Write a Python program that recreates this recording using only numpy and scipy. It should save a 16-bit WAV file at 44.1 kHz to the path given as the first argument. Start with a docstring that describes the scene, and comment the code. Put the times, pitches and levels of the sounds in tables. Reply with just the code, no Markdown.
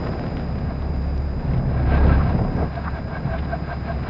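"""A throbbing, rattling gearbox and a few dry snaps: an electric twin-shaft shredder runs close by,
a plush toy rolling on its cutter discs. Loaded teeth shake the frame, hardest near 2 s. From then on
a turning part rubs about five times a second and rings the steel housing, at times with a short
stick-slip squeal. Hooks scuff and tick, a shaft knocks twice, the motor's inverter whines near 5 kHz."""
import sys
import numpy as np
from scipy import signal
from scipy.fft import rfft, irfft, next_fast_len
from scipy.io import wavfile
from scipy.ndimage import map_coordinates

SR = 44100
rng = np.random.default_rng(int(sys.argv[2]) if len(sys.argv) > 2 else 0)


def persist_wave(psi):
    """Save psi, clipped to +-1, as 16-bit WAV."""
    counts = np.round(np.clip(psi, -1, 1) * 32767).astype(np.int16)
    wavfile.write(sys.argv[1], SR, np.atleast_2d(counts).T)


N = 180501

# gear mesh: t/s, tooth-rate level/dB, octave level/dB
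MESH_LEVELS = [(0.0, -39.5, -32.5), (0.75, -35, -26.5), (1.33, -33, -25), (1.45, -30.5, -33.5),
               (1.5, -35, -22), (1.63, -27, -37), (1.83, -37, -21.5), (1.89, -25, -18.5),
               (2.08, -23.5, -17.5), (2.17, -25, -21), (2.28, -32.5, -27.5), (2.49, -30, -36.5),
               (2.56, -28, -29.5), (2.62, -36, -30), (2.73, -48, -40), (2.96, -42, -34), (3.03, -45.5, -43),
               (3.33, -39.5, -29.5), (4.09, -50, -32.5)]
# faster gear stages: f/Hz, level/dB
STAGE_TONES = [(156.1, -42), (169, -46.5), (230, -47), (414.5, -51.5)]
# drive load: t/s, rumble level/dB, rattle level/dB
LOAD_LEVELS = [(0.0, -36, -33.5), (0.039, -29, -32), (0.591, -27.5, -38), (1.352, -31, -38.5),
               (1.531, -23, -34.5), (1.841, -27, -33.5), (2.041, -18.5, -27), (2.279, -21.5, -36),
               (2.35, -21, -30.5), (2.56, -25, -33.5), (2.631, -22.5, -27.5), (2.719, -35.5, -43.5),
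               (2.742, -30.5, -39.5), (3.23, -33, -39.5), (3.252, -25, -38), (3.51, -31, -37.5),
               (3.79, -33, -40.5), (4.09, -29, -37.5)]
# frame shake: multiple of tooth rate, level/dB
MESH_OVERTONES = [(3, -7), (4, -3.5), (5, -5), (6, -9.5), (7, -10.5), (8, -15)]
# dry disc grinding: t/s, level/dB
GRIND_LEVELS = [(0.0, -49), (1.3, -54), (1.58, -49.5), (1.61, -56.5), (1.8, -47), (1.84, -53),
                (1.92, -41.5), (2.14, -44.5), (2.43, -51), (2.97, -50.5), (3.01, -53.5), (3.36, -48.5),
                (3.6, -50.5), (3.98, -49), (4.09, -45)]
# steel housing: f/Hz, width/Hz, level/dB
HOUSING_MODES = [(667, 75, 0), (779, 65, -4), (908, 29, -12.5), (1060, 130, -10), (1319, 20, -10.5),
                 (1402, 12, -13), (1581, 73, -7.5), (1642, 14, -5.5), (2190, 61, -19.5), (2294, 15, -13),
                 (2520, 22, -29)]
# shaft knocks: t/s, level/dB, f/Hz
SHAFT_KNOCKS = [(2.352, -13, 151), (3.251, -14, 134)]
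# rubs: t/s, level/dB
STEEL_RUBS = [(.708, -40.5), (1.789, -40), (1.944, -31), (2.135, -30.5), (2.295, -31), (2.608, -35.5),
              (2.785, -34), (2.975, -33.5), (3.165, -31), (3.345, -31.5), (3.54, -32.5), (3.725, -29.5),
              (3.91, -33), (4.09, -34)]
# stick-slip: t/s, f/Hz, level/dB, half length/s
RUB_SQUEALS = [(0.71, 668, -33, 0.0089), (1.941, 1560, -33.5, 0.033), (2.002, 1625, -38, .04),
               (2.109, 1327, -32, 0.024), (2.136, 1570, -32, .025), (2.775, 669, -34, 0.016),
               (2.989, 660, -33, 0.0095), (3.16, 654, -29, 0.0088), (3.158, 1572, -34.5, 0.0087),
               (3.332, 662, -32, 0.03), (3.34, 1570, -30.5, 0.0049), (3.535, 684, -24.5, 0.011),
               (3.532, 1557, -32, 0.0098), (3.722, 679.5, -31, 0.015), (3.718, 1567, -32.5, 0.0052),
               (3.902, 681, -26, 0.011), (3.908, 1585, -36, 0.0057)]
# hooks on plush: t/s, level/dB, rise/s, fall/s, centre f/Hz
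HOOK_SCUFFS = [(.066, -31.5, 0.0042, 0.0054, 1100), (2.05, -27, 0.013, 0.083, 453),
               (1.935, -38.5, .04, 0.032, 1950), (2.13, -41.5, 0.026, 0.026, 1830),
               (2.218, -25, 0.019, 0.0031, 990), (2.394, -22, 0.0053, 0.012, 588),
               (2.455, -29.5, 0.0098, 0.012, 690), (2.636, -26, 0.02, 0.0051, 555),
               (2.882, -28, 0.033, 0.0065, 1100), (2.758, -45.5, .005, 0.0045, 3200),
               (3.111, -34, .002, .015, 900), (3.275, -33, 0.0047, .012, 750),
               (3.388, -39.5, 0.0065, .01, 2550)]
# snaps at the cutters: t/s, level/dB, f/Hz
CUTTER_TICKS = [(.035, -32.5, 1700), (0.071, -29.5, 1510), (.135, -33, 1100), (0.19, -31, 1400),
                (.265, -36, 2300), (0.369, -31.5, 2720), (0.377, -38, 2380), (.553, -43, 2380),
                (.588, -47, 3830), (0.8224, -45, 3600), (1.1775, -43, 4000), (1.5354, -38, 2500),
                (1.5762, -42, 3600), (2.297, -44, 3940), (2.567, -56, 6100), (2.987, -42.5, 3100)]
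# inverter centre tone: t/s, level/dB
CARRIER_LEVELS = [(0.0, -54.5), (0.7, -63), (1.5, -64.5), (2.2, -59.5), (3.0, -64.5), (4.09, -60)]
# rest of the whine: t/s, level/dB
WHINE_LEVELS = [(0.0, -51), (0.74, -57.5), (1.02, -55), (1.76, -59.5), (1.95, -55.5), (4.09, -56.5)]
# whine sidebands: offset/spacings, level/dB
SIDEBANDS = [(-11, -13), (-8, -4), (-5, 0), (-3, -5), (-1, -5), (1, -8), (2, -8), (3, -2), (5, -10),
             (8, -9), (11, -13)]
# sideband spacing: t/s, f/Hz
SIDEBAND_SPACING = [(0.0, 23.4), (0.7, 24.5), (4.09, 25.0)]
# noise spectra: f/Hz, relative density/dB
RUMBLE_SPECTRUM = [(12, -19.5), (24, -2.5), (36, -12.5), (52, -3.5), (75, -1), (102, 0), (130, 1),
                   (175, -3.5), (215, -7), (280, -19), (500, -78)]
RATTLE_SPECTRUM = [(130, -31.5), (230, 3), (300, 1), (420, -2.5), (560, -3), (720, -4.5), (900, -10),
                   (1300, -19), (2000, -25.5), (4000, -60)]
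FRICTION_SPECTRUM = [(400, -29.5), (750, 11), (1100, 11), (1600, 8), (2000, 5), (2600, 2), (3200, -7.5),
                     (3700, -5.5), (4100, -3.5), (4600, -14), (5600, -26), (6500, -43.5), (7300, -36)]
SNAP_SPECTRUM = [(500, -5), (1200, 11), (2500, -3.5), (4000, -9.5), (6000, -13), (7200, -34)]
CRACKLE_SPECTRUM = [(200, -11.5), (500, -2), (1200, 3), (2500, -4), (4000, -11), (6000, -28.5), (7200, -42)]
HISS_SPECTRUM = [(4300, -53.5), (4700, -9), (4950, -0.5), (5220, -5), (5450, -13), (6000, -34),
                 (6700, -22.5), (7020, -15.5), (7250, -30)]


def gear_hum(mesh_turns, sway_db=4, flutter_db=2, waver_db=2):
    """Tooth rate and octave, uneven until load presses the teeth together; tones of faster stages."""
    first_db, octave_db = curves(MESH_LEVELS)
    play = 1 - 0.8 * strain()
    octave_gain = amp(octave_db + sway_db * play * wobble(8))
    octave = octave_gain * tone(2 * mesh_turns + 0.12 * play * wobble(19))
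    throb = amp(first_db) * tone(mesh_turns) + octave
    stages = sum(amp(db + waver_db * wobble(6.2)) * tone(hz * clock() + 0.16 * wobble(6))
                 for hz, db in STAGE_TONES)
    return throb * amp(flutter_db * play * wobble(22)) + stages


def frame_rumble(mesh_turns, in_step_db=-4, loose_db=-1):
    """Loaded teeth shake the frame, partly in step with the mesh, partly in loose knocks."""
    level_db, _ = curves(LOAD_LEVELS)
    in_step = unit(sum(amp(db) * tone(k * mesh_turns + 0.18 * wobble(20)) for k, db in MESH_OVERTONES))
    loose = coloured(contacts(rate_hz=900, scatter_db=1.5), RUMBLE_SPECTRUM)
    return amp(level_db) * (amp(in_step_db) * in_step + amp(loose_db) * loose)


def frame_drone(hz=127.9, level_db=-25.5, start_s=1.47, attack_s=0.066, hold_s=0.27, release_s=0.24):
    """One frame mode drones once, as the load comes on."""
    envelope = np.interp(clock(), np.cumsum([start_s, attack_s, hold_s, release_s]), [0, 1, 1, 0])
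    return amp(level_db) * envelope * tone(hz * clock() + 0.075 * wobble(13.3))


def rattle_and_grind(mesh_turns, bite_db=1.5, flutter_db=1.73):
    """Gears rattle and ring the housing, discs grind; under load the noise pulses with each tooth."""
    _, rattle_db = curves(LOAD_LEVELS)
    grind_db, = curves(GRIND_LEVELS)
    bite = unit(amp(bite_db * strain() * tone(mesh_turns)))
    rattle = amp(2) * coloured(contacts(rate_hz=6000, scatter_db=3), RATTLE_SPECTRUM)
    ring = amp(-12) * unit(filtered(contacts(rate_hz=6000, scatter_db=2), housing))
    friction = coloured(contacts(rate_hz=14000, scatter_db=3), FRICTION_SPECTRUM)
    friction *= amp(flutter_db * wobble(60))
    grit = amp(-7) * coloured(contacts(rate_hz=180, scatter_db=1), FRICTION_SPECTRUM)
    return bite * (amp(rattle_db) * (rattle + ring) + amp(grind_db + 5) * (friction + grit))


def shaft_knocks(attack_s=0.0025, t60_s=0.1):
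    """A shaft jumps across its play and thumps the frame."""
    out = np.zeros(N)
    for at_s, db, hz in SHAFT_KNOCKS:
        age_s = np.maximum(clock() - at_s, 0)
        out += amp(db - 60 * age_s / t60_s) * (1 - np.exp(-age_s / attack_s)) * tone(hz * age_s)
    return out


def steel_rubs(light_rise_s=0.046, light_load_db=-29.5, doubling_db=13.5, release_ratio=0.45):
    """Steel rasps on steel and rings the housing: slow build, slower under load, fast release."""
    def tilted_housing(hz):
        tilt_db = 1.5 * np.log2(np.clip(hz, 600, 1700) / 1000)
        return housing(hz) * amp(tilt_db) / (1 + (hz / 3000) ** 4)

    ring = unit(filtered(contacts(rate_hz=6000, scatter_db=4), tilted_housing))
    rasp = amp(-11) * coloured(contacts(rate_hz=9800, scatter_db=2.5), FRICTION_SPECTRUM)
    load_s, load_db, _ = np.transpose(LOAD_LEVELS)
    pressure = np.zeros(N)
    for at_s, db in STEEL_RUBS:
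        rise_s = light_rise_s * 2 ** ((np.interp(at_s, load_s, load_db) - light_load_db) / doubling_db)
        offset = (clock() - at_s) / rise_s
        pressure += amp(db - 1) / (1 + np.where(offset < 0, offset ** 2, (offset / release_ratio) ** 4))
    return pressure * (ring + rasp)


def rub_squeals(wander_turns=0.037, rough_turns=0.13):
    """Rubbing steel briefly sticks and slips in step with a housing mode; load roughens it."""
    waver_turns = (wander_turns + rough_turns * strain()) * wobble(110)
    out = np.zeros(N)
    for at_s, hz, db, half_s in RUB_SQUEALS:
        envelope = np.exp(-((clock() - at_s) / half_s) ** 2)
        out += amp(db) * envelope * tone(hz * clock() + waver_turns + rng.random())
    return out


def hook_scuffs(half_width_oct=0.61, top_hz=4500):
    """A hook drags over the plush in a burst of small slips and lets go."""
    def band(hz):
        octaves = np.log2((hz + 1) / centre_hz)
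        return 1 / (1 + (octaves / half_width_oct) ** 4) / (1 + (hz / top_hz) ** 4)

    out = np.zeros(N)
    for at_s, db, rise_s, fall_s, centre_hz in HOOK_SCUFFS:
        slips = unit(filtered(contacts(rate_hz=4300, scatter_db=0.5), band))
        out += amp(db) * swell(at_s, rise_s, fall_s) * slips
    return out


def cutter_ticks(snap_q=2.1, crackle_db=-12):
    """Dry snaps between the cutters, each pitched and inside a little crackle."""
    burst = coloured(rng.standard_normal(N), SNAP_SPECTRUM)
    crackle = amp(crackle_db) * coloured(contacts(rate_hz=830, scatter_db=5.5), CRACKLE_SPECTRUM)
    out = np.zeros(N)
    for at_s, db, hz in CUTTER_TICKS:
        snap = unit(signal.lfilter(*signal.iirpeak(hz, snap_q, fs=SR), burst))
        out += amp(db) * swell(at_s, rise_s=0.00031, fall_s=0.0025) * snap
        out += amp(db) * swell(at_s, rise_s=0.005, fall_s=0.025) * crackle
    return out


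def inverter_whine(carrier_hz=4963, upper_hz=7037):
    """Switching makes the motor sing: centre tone, sidebands drifting apart, faint upper tone, hiss."""
    def line(hz, offset=0):
        return tone(hz * clock() + offset * spacing_turns + rng.random())

    whine_db, = curves(WHINE_LEVELS)
    carrier_db, = curves(CARRIER_LEVELS)
    spacing_hz, = curves(SIDEBAND_SPACING)
    spacing_turns = np.cumsum(spacing_hz) / SR + 0.015 * wobble(4)
    sidebands = unit(sum(amp(db + 2.5 * wobble(2.1)) * line(carrier_hz, k) for k, db in SIDEBANDS))
    hiss = coloured(rng.standard_normal(N), HISS_SPECTRUM)
    carrier = amp(carrier_db) * line(carrier_hz)
    return carrier + amp(whine_db) * (amp(-3) * sidebands + amp(-24) * line(upper_hz) + amp(-7) * hiss)


def strain():
    """Drive effort, 1 at the heaviest load."""
    _, rattle_db = curves(LOAD_LEVELS)
    return amp(rattle_db - rattle_db.max())


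def housing(hz):
    """Complex response of the steel housing: modes of alternating sign."""
    return sum((-1) ** k * amp(db) * 1j * hz * width_hz / (mode_hz ** 2 - hz ** 2 + 1j * hz * width_hz)
               for k, (mode_hz, width_hz, db) in enumerate(HOUSING_MODES))


def contacts(rate_hz, scatter_db):
    """Tiny impacts, random in time and size, rms 1."""
    hit = rng.random(N) < rate_hz / SR
    return unit(hit * np.sign(rng.standard_normal(N)) * amp(scatter_db * rng.standard_normal(N)))


def coloured(x, spectrum):
    """x shaped by a spectrum table, rms 1."""
    points_hz, db = np.transpose(spectrum)
    return unit(filtered(x, lambda hz: amp(np.interp(np.log(hz + 1), np.log(points_hz), db))))


def filtered(x, response):
    """x through a complex frequency response."""
    size = next_fast_len(N + SR // 2)
    return irfft(rfft(x, size) * response(np.fft.rfftfreq(size, 1 / SR)), size)[:N]


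def curves(rows):
    """Each column after t, interpolated per sample."""
    times_s, *columns = np.transpose(rows)
    return [np.interp(clock(), times_s, column) for column in columns]


def wobble(rate_hz):
    """Smooth random curve, knots at rate_hz."""
    return map_coordinates(rng.standard_normal(int(N * rate_hz / SR) + 4), [clock() * rate_hz])


def swell(peak_s, rise_s, fall_s):
    """Exponential rise to 1, then decay."""
    t = clock() - peak_s
    return np.exp(-np.abs(t) / np.where(t < 0, rise_s, fall_s))


def tone(turns):
    """Sine, rms 1."""
    return np.sqrt(2) * np.sin(2 * np.pi * turns)


def amp(db):
    """dB to gain."""
    return 10 ** (np.asarray(db) / 20)


def unit(x):
    """x at rms 1."""
    return x / np.sqrt(np.mean(x ** 2) + 1e-20)


def clock():
    """Sample times/s."""
    return np.arange(N) / SR


def scene(mesh_hz=34.8, sag_ratio=0.024):
    """The shredder, mono. 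Hum, rumble and rattle share one tooth rate, which sags under load."""
    mesh_turns = np.cumsum(mesh_hz * (1 - sag_ratio * strain())) / SR + 0.018 * wobble(5.21)
    drive = gear_hum(mesh_turns) + frame_rumble(mesh_turns) + frame_drone() + rattle_and_grind(mesh_turns)
    events = shaft_knocks() + steel_rubs() + rub_squeals() + hook_scuffs() + cutter_ticks()
    return (drive + events + inverter_whine())[None]


def record(dry):
    """Steep low-pass at 7250 Hz."""
    lowpass = signal.ellip(12, 0.1, 90, 7250, fs=SR, output="sos")
    return signal.sosfilt(lowpass, dry)


dry = scene()
out = record(dry)
persist_wave(out)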